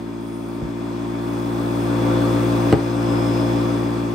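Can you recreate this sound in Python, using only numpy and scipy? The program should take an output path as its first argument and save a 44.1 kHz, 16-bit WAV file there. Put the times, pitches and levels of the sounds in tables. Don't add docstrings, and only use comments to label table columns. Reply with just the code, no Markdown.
import sys
import numpy as np
from scipy import signal
from scipy.fft import rfft, irfft
from scipy.io import wavfile
from scipy.ndimage import uniform_filter1d

SR = 44100
rng = np.random.default_rng(int(sys.argv[2]) if len(sys.argv) > 2 else 0)


def to_linear_factor(level_db):
    exponent = np.asarray(level_db, float) / 20
    return 10 ** exponent


def unload_wav(signal):
    wavfile.write(
        sys.argv[1],
        SR,
        np.round(np.clip(np.atleast_2d(signal).T, -1, 1) * 32767).astype(np.int16),
    )


N = 182641
TIME = np.arange(N) / SR
KNOCK_TIME = np.arange(12000) / SR
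HUM_HZ = 100.1
START_TURN, TANK_TURN = .445, .58
PORT_HZ, PORT_S = 8450, .000279


def evened(x):
    return x / np.sqrt(np.mean(x ** 2) + 1e-20)


def read(points, hz):
    f, value = np.transpose(points)
    return np.interp(np.log(hz + 1), np.log(f + 1), value)


def bump(peak_s, rise_s, fall_s):
    width_s = np.where(TIME < peak_s, rise_s, fall_s)
    return np.exp(-((TIME - peak_s) / width_s) ** 2)


def loudness_db():
    # time_s, level_db
    swell = [
        (0, -29),
        (.4, -28.5),
        (1.2, -24.5),
        (1.8, -21),
        (2.1, -18),
        (3.55, -19),
        (4.15, -23),
    ]
    return np.interp(TIME, *np.transpose(swell))


def nearness():
    far_db, near_db = -30, -17.5
    return np.clip((loudness_db() - far_db) / (near_db - far_db), 0, 1)


def tone(turns, db, pan_db, lead_rad=0):
    angle = 2 * np.pi * turns
    return np.sqrt(2) * to_linear_factor(db) * np.array([np.cos(angle), to_linear_factor(-pan_db) * np.cos(angle - lead_rad)])


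def fuzz(width_hz):
    r = np.exp(-np.pi * width_hz / SR)
    white = rng.standard_normal(N) + 1j * rng.standard_normal(N)
    z = signal.lfilter([1], [1, -2 * r, r * r], white)
    return z / np.sqrt(np.mean(abs(z) ** 2))


def left_lead(hz):
    # freq_hz, lead_rad
    lead = [(500, 0.13), (2000, 0), (3000, 2), (6500, -0.5), (7400, -3.5)]
    delayed = 2 * np.pi * (PORT_HZ - hz) * PORT_S * (1 - 0.14 * (hz < PORT_HZ))
    return np.where(hz > 7400, delayed, read(lead, hz))


def ports(colour_db, patchy_db):
    # freq_hz, likeness_0_1
    likeness = [(100, 1), (400, 0.5), (700, 0.038), (2500, 0.17), (6800, 0.96), (7600, 0.43), (8300, 1),
                (16000, 0.72)]
    frames, hz = N // 256 + 5, np.fft.rfftfreq(1024, 1 / SR)
    a, b, c, d, patches = rng.standard_normal((frames, 513, 5)).T
    for axis in (0, 1):
        patches = uniform_filter1d(patches, size=10, axis=axis)
    patches = evened(patches)
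    same = np.clip(read(likeness, hz), 0, 1)[:, None]
    left, loose = a + 1j * b, c + 1j * d
    right = same * left + np.sqrt(1 - same ** 2) * loose
    right = right * np.exp(-1j * left_lead(hz))[:, None]
    z = np.array([left, right]) * to_linear_factor(colour_db(hz)[..., None] + patchy_db * patches)
    return evened(signal.istft(z, nperseg=1024, noverlap=768)[1][:, :N])


def casing_air(shaft):
    # freq_hz, level_db_per_hz
    left_air = [(45, -5), (85, -12), (140, -17), (260, 4), (420, 2.5), (700, -5.5), (1200, 1.5),
                (1950, -10.5), (2400, -6.5), (2900, -13), (4000, -14), (6500, -18.5), (8000, -23),
                (15000, -32)]
    right_air = [(45, -10), (85, -4), (140, -14), (260, -2), (420, 1.5), (700, 3.5), (1200, -1.5),
                 (1950, -10.5), (2400, -12), (2900, -18.5), (4000, -22), (6500, -33.5), (8000, -20.5),
                 (15000, -33.5)]
    roar = ports(lambda hz: np.array([read(left_air, hz), read(right_air, hz)]), patchy_db=0.9)
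    pump = 1 + 0.019 * np.cos(2 * np.pi * shaft) + 0.016 * np.cos(2 * 2 * np.pi * shaft)
    far_db, near_db = -1, 0.96
    flow_db = far_db + (near_db - far_db) * nearness()
    puff_db = 2.5 * bump(2.79, 0.13, 0.13)
    return to_linear_factor(-11.5 + flow_db + puff_db) * pump * roar


def rotor(shaft):
    # shaft_order, hum_multiple, far_db, near_db, left_right_db
    whines = [(50, 5, -35, -30, 7), (50, 6, -35, -32, 7), (51, 5, -42, -39, 7), (50, 3, -44, -41, 7),
              (56.8, 0, -44, -41, 7), (41.4, 0, -40, -37, 6), (26.8, 0, -38, -35, 2),
              (19.9, 0, -33, -29, 3), (30, 0, -41, -37, 2), (46.2, 0, -43, -40, 5), (49.1, 0, -45, -43, 5),
              (57.9, 0, -42, -42, 7), (82.2, 0, -46, -46, 10), (117, 0, -45, -45, 8),
              (197.6, 0, -52, -50, 0)]
    # shaft_order, level_db
    slot_orders = [(88.03, 1), (86.97, -10), (88.97, -10), (84.05, -11), (92.8, -12)]
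    near, out = nearness(), np.zeros((2, N))
    slot_db = -37.5 + 9.5 * bump(3.22, .46, .45)
    lines = [(k, m, far_db + near * (near_db - far_db), pan_db) for k, m, far_db, near_db, pan_db in whines]
    lines += [(k, 0, slot_db + db, 12) for k, db in slot_orders]
    for k, m, db, pan_db in lines:
        shake = .9 + .12 * fuzz(12) + .3 * fuzz(80)
        turns = k * shaft + m * HUM_HZ * TIME
        wave = (shake * np.exp(2j * np.pi * turns)).real
        out += to_linear_factor(db) * wave * np.sqrt(2) * to_linear_factor([[0], [-pan_db]])
    return to_linear_factor(2.1) * out


def fan_tones(shaft):
    # order_above, level_db, left_right_db, beat_offset_turns
    fan_lines = [(5, -12, 2, .7), (6, -13.5, 2, .27), (7, -24, 6, .92), (11, -26, -2, .9),
                 (12, -21, 9, .5)]
    near, out = nearness(), np.zeros((2, N))
    fan = .1145 * (shaft - START_TURN)
    for k, db, pan_db, offset in fan_lines:
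        out += tone(k * shaft - fan + TANK_TURN + offset, db - 5.6 * (1 - near), pan_db)
    return out


def hum_mixes(shaft):
    # shaft_order, hum_multiple, level_db, left_right_db
    mixed = [(2, 1, -23, 0), (3, 1, -16.5, 3), (4, 1, -22, -2), (5, 1, -17, 3), (7, 1, -28, -2),
             (0, 2, -29, -1), (5, -1, -28, -2), (6, -1, -28, -1), (7, -1, -26, 4), (8, -1, -23, 4),
             (9, -1, -26, 4)]
    out = np.zeros((2, N))
    for k, m, db, pan_db in mixed:
        out += tone(k * shaft + m * HUM_HZ * TIME + rng.random(), db + 0.029, pan_db)
    return out


def shaft_orders(shaft):
    # shaft_order, far_db, near_db, left_right_db, left_lead_rad
    orders = [(1, -17.5, -16.5, 1, -0.4), (2, -10.5, -4, 2.5, -0.0), (3, -16, -16, -6, -0.4),
              (4, -6, -11.5, 0.5, -0.96), (5, -4, -3, 4.5, 0.26), (6, -5, -7.5, 3.5, -0.5),
              (7, -15, -24.5, 1, -2), (8, -31.5, -25.5, -4.5, 0.83), (9, -31.5, -11, 4.5, -0.35),
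              (10, -21, -20.5, -1, 1.5), (11, -26, -24, -1.5, -1.4), (12, -32, -43, 2, -0.2),
              (13, -30, -28, 6, 1), (14, -27, -20, 7, -10.5), (15, -40, -19.5, -3, 3),
              (16, -26, -28.5, -9, 1.04), (17, -33, -65, 7, -4.5), (18, -23.5, -22, 9.5, -0.1),
              (19, -31, -44, 14, 0.8), (20, -33, -23.5, -1, -2), (21, -32, -36.5, 2, -1.8),
              (22, -22.5, -63, -3, -0.7), (23, -41, -52, -3, 1), (24, -35, -40, 4, -1)]
    near, out = nearness(), np.zeros((2, N))
    for k, far_db, near_db, pan_db, lead_rad in orders:
        wobble = 1 + 0.0076 * k * fuzz(20).real
        turns = k * shaft + TANK_TURN * (k > 2) + rng.random() * (k > 7)
        closeness = np.minimum(near * (1 + 1.1 * (k > 9)), 1)
        out += wobble * tone(turns, far_db + closeness * (near_db - far_db), pan_db, lead_rad)
    return out


def inflator():
    # start_s, end_s, level_db
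    squeezes = [
        (0.2, .6, 5.5),
        (1.214, 1.9, 5),
        (2.2, 2.717, 3),
    ]
    # freq_hz, width_hz, first_db, second_db, third_db
    whistles = [(9000, 80, -42, -50, -50), (9180, 60, -40, -49, -49), (9920, 50, -46, -45, -46),
                (10620, 60, -47, -43, -46), (14120, 70, -51, -46, -50)]
    gates = []
    for start_s, end_s, db in squeezes:
        ramp = np.minimum((TIME - start_s) / 0.01, (end_s - TIME) / 0.03)
        gates.append(to_linear_factor(db) * np.clip(ramp, 0, 1))
    jet = to_linear_factor(-38) * ports(lambda hz: -8 * np.log2((hz + 1) / 11000) ** 2, patchy_db=1.5)
    out = jet * sum(gates)
    for hz, width_hz, *dbs in whistles:
        level = sum(to_linear_factor(db) * gate for db, gate in zip(dbs, gates))
        wave = fuzz(width_hz) * np.exp(2j * np.pi * hz * TIME) * level
        delayed = wave * np.exp(2j * np.pi * (hz - PORT_HZ) * PORT_S)
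        out += np.sqrt(2) * np.array([wave, delayed]).real
    return out


def bench_thud(thud_db, tilt_db):
    # freq_hz, level_db, t60_s
    modes = [(61.5, -8, 0.18), (123.8, -1.5, 0.15), (152.4, 1.5, 0.14), (233, -2, 0.065), (345, -9, 0.59),
             (438, -2, 0.11), (528, -9, 0.059), (792, -4, 0.026), (1250, -11, 0.027), (1540, -14, 0.03),
             (1980, -14, 0.014), (2900, -16, 0.011), (4170, -21, 0.0077), (8070, -27, 0.0073)]
    t, hit = KNOCK_TIME, np.zeros(len(KNOCK_TIME))
    for hz, db, t60_s in modes:
        level_db = db + thud_db + tilt_db * np.log2(hz / 150)
        hit += to_linear_factor(level_db - 60 * t / t60_s) * np.sin(2 * np.pi * hz * t) * np.minimum(t * hz, 1)
    return hit


def rattle(db):
    t = KNOCK_TIME
    lowpass = signal.butter(2, 560, fs=SR, output="sos")
    rumble = evened(signal.sosfilt(lowpass, rng.standard_normal(len(t))))
    return rumble * to_linear_factor(db - 10 - 60 * t / .33) * np.minimum(t / 0.011, 1)


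def first_dent(added_db):
    # freq_hz, level_db, t60_s, delay_s
    dent = (305, 11.5, .03, .0012)
    hz, db, t60_s, delay_s = dent
    t = KNOCK_TIME
    blow = to_linear_factor(db + added_db - 60 * t / t60_s) * np.sin(2 * np.pi * hz * t)
    return np.roll(blow, round(delay_s * SR)) * to_linear_factor([[-8], [-10.5]])


def tip_crack(crack_db):
    t = KNOCK_TIME
    crack = signal.lfilter([1, -1], np.poly([.95, .75, .7, -.5]), rng.standard_normal(len(t)))
    tick = to_linear_factor(19) * np.diff(rng.standard_normal(len(t) + 2), 2) * np.exp(-t / .0012)
    left = np.roll(crack * np.exp(-t / .0009) + tick / 10, 20)
    turn = np.exp(-1j * left_lead(np.fft.rfftfreq(len(t), 1 / SR)))
    right = irfft(rfft(left) * turn, len(t))
    return to_linear_factor(crack_db) * np.array([left, right]) * (t < .02)


def knock(start_s, thud_db, tilt_db, crack_db):
    hit = bench_thud(thud_db, tilt_db) + rattle(thud_db + tilt_db)
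    blow = first_dent(thud_db + tilt_db)
    pair = np.array([hit, to_linear_factor(2.0) * hit]) * 0.41 + tip_crack(crack_db) - blow
    for delay_s, left, right in ((.0075, 0.36, 0.035), (.0145, 0.27, 0.059), (.031, .06, .08)):
        pair += np.roll(hit, round(delay_s * SR)) * np.array([[left], [right]])
    for delay_s, gain in ((.0132, .75), (.031, .3)):
        pair -= gain * np.roll(blow, round(delay_s * SR), axis=1)
    first, length = round(start_s * SR), len(hit)
    out = np.zeros((2, N + length))
    out[:, first:first + length] = pair
    return out[:, :N]


def scene():
    # start_s, thud_db, tilt_db_per_octave (negative is duller), crack_db
    knocks = [
        (0.617, -15.5, -7, -70),
        (2.726, -1.5, 2, -32),
        (2.78, -25, 1, -70),
    ]
    sag_hz = .72 * np.exp(-np.maximum(TIME - .4, 0) / .4)
    shaft = START_TURN + np.cumsum(58.0 - sag_hz) / SR
    steady = casing_air(shaft) + rotor(shaft) + fan_tones(shaft)
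    steady = steady + hum_mixes(shaft) + shaft_orders(shaft) + inflator()
    return to_linear_factor(loudness_db()) * steady + sum(knock(*row) for row in knocks)


def band_limit(x):
    return signal.sosfilt(signal.butter(12, 17080, fs=SR, output="sos"), x)


def record(dry):
    power_db = 10 * np.log10(abs(uniform_filter1d((dry ** 2).mean(0), size=600)) + 1e-12)
    fall_db = TIME * 30.
    held_db = np.maximum.accumulate(power_db + fall_db) - fall_db
    over_db = np.maximum(held_db + 16, 0)
    ducked = dry / to_linear_factor(.5 * uniform_filter1d(over_db, size=900, origin=440))
    hissy = ducked + to_linear_factor(-70) * rng.standard_normal(dry.shape)
    overloaded = np.tanh(hissy * .5) / .5
    bass_cut = signal.butter(2, 38, "high", fs=SR, output="sos")
    mix = signal.sosfiltfilt(bass_cut, overloaded, padtype="even", padlen=8000)
    band = signal.firwin(511, 15780, window=("kaiser", 9), fs=SR)
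    mix = signal.oaconvolve(mix, band[None], "same")
    return band_limit(mix)


dry = scene()
out = record(dry)
unload_wav(out)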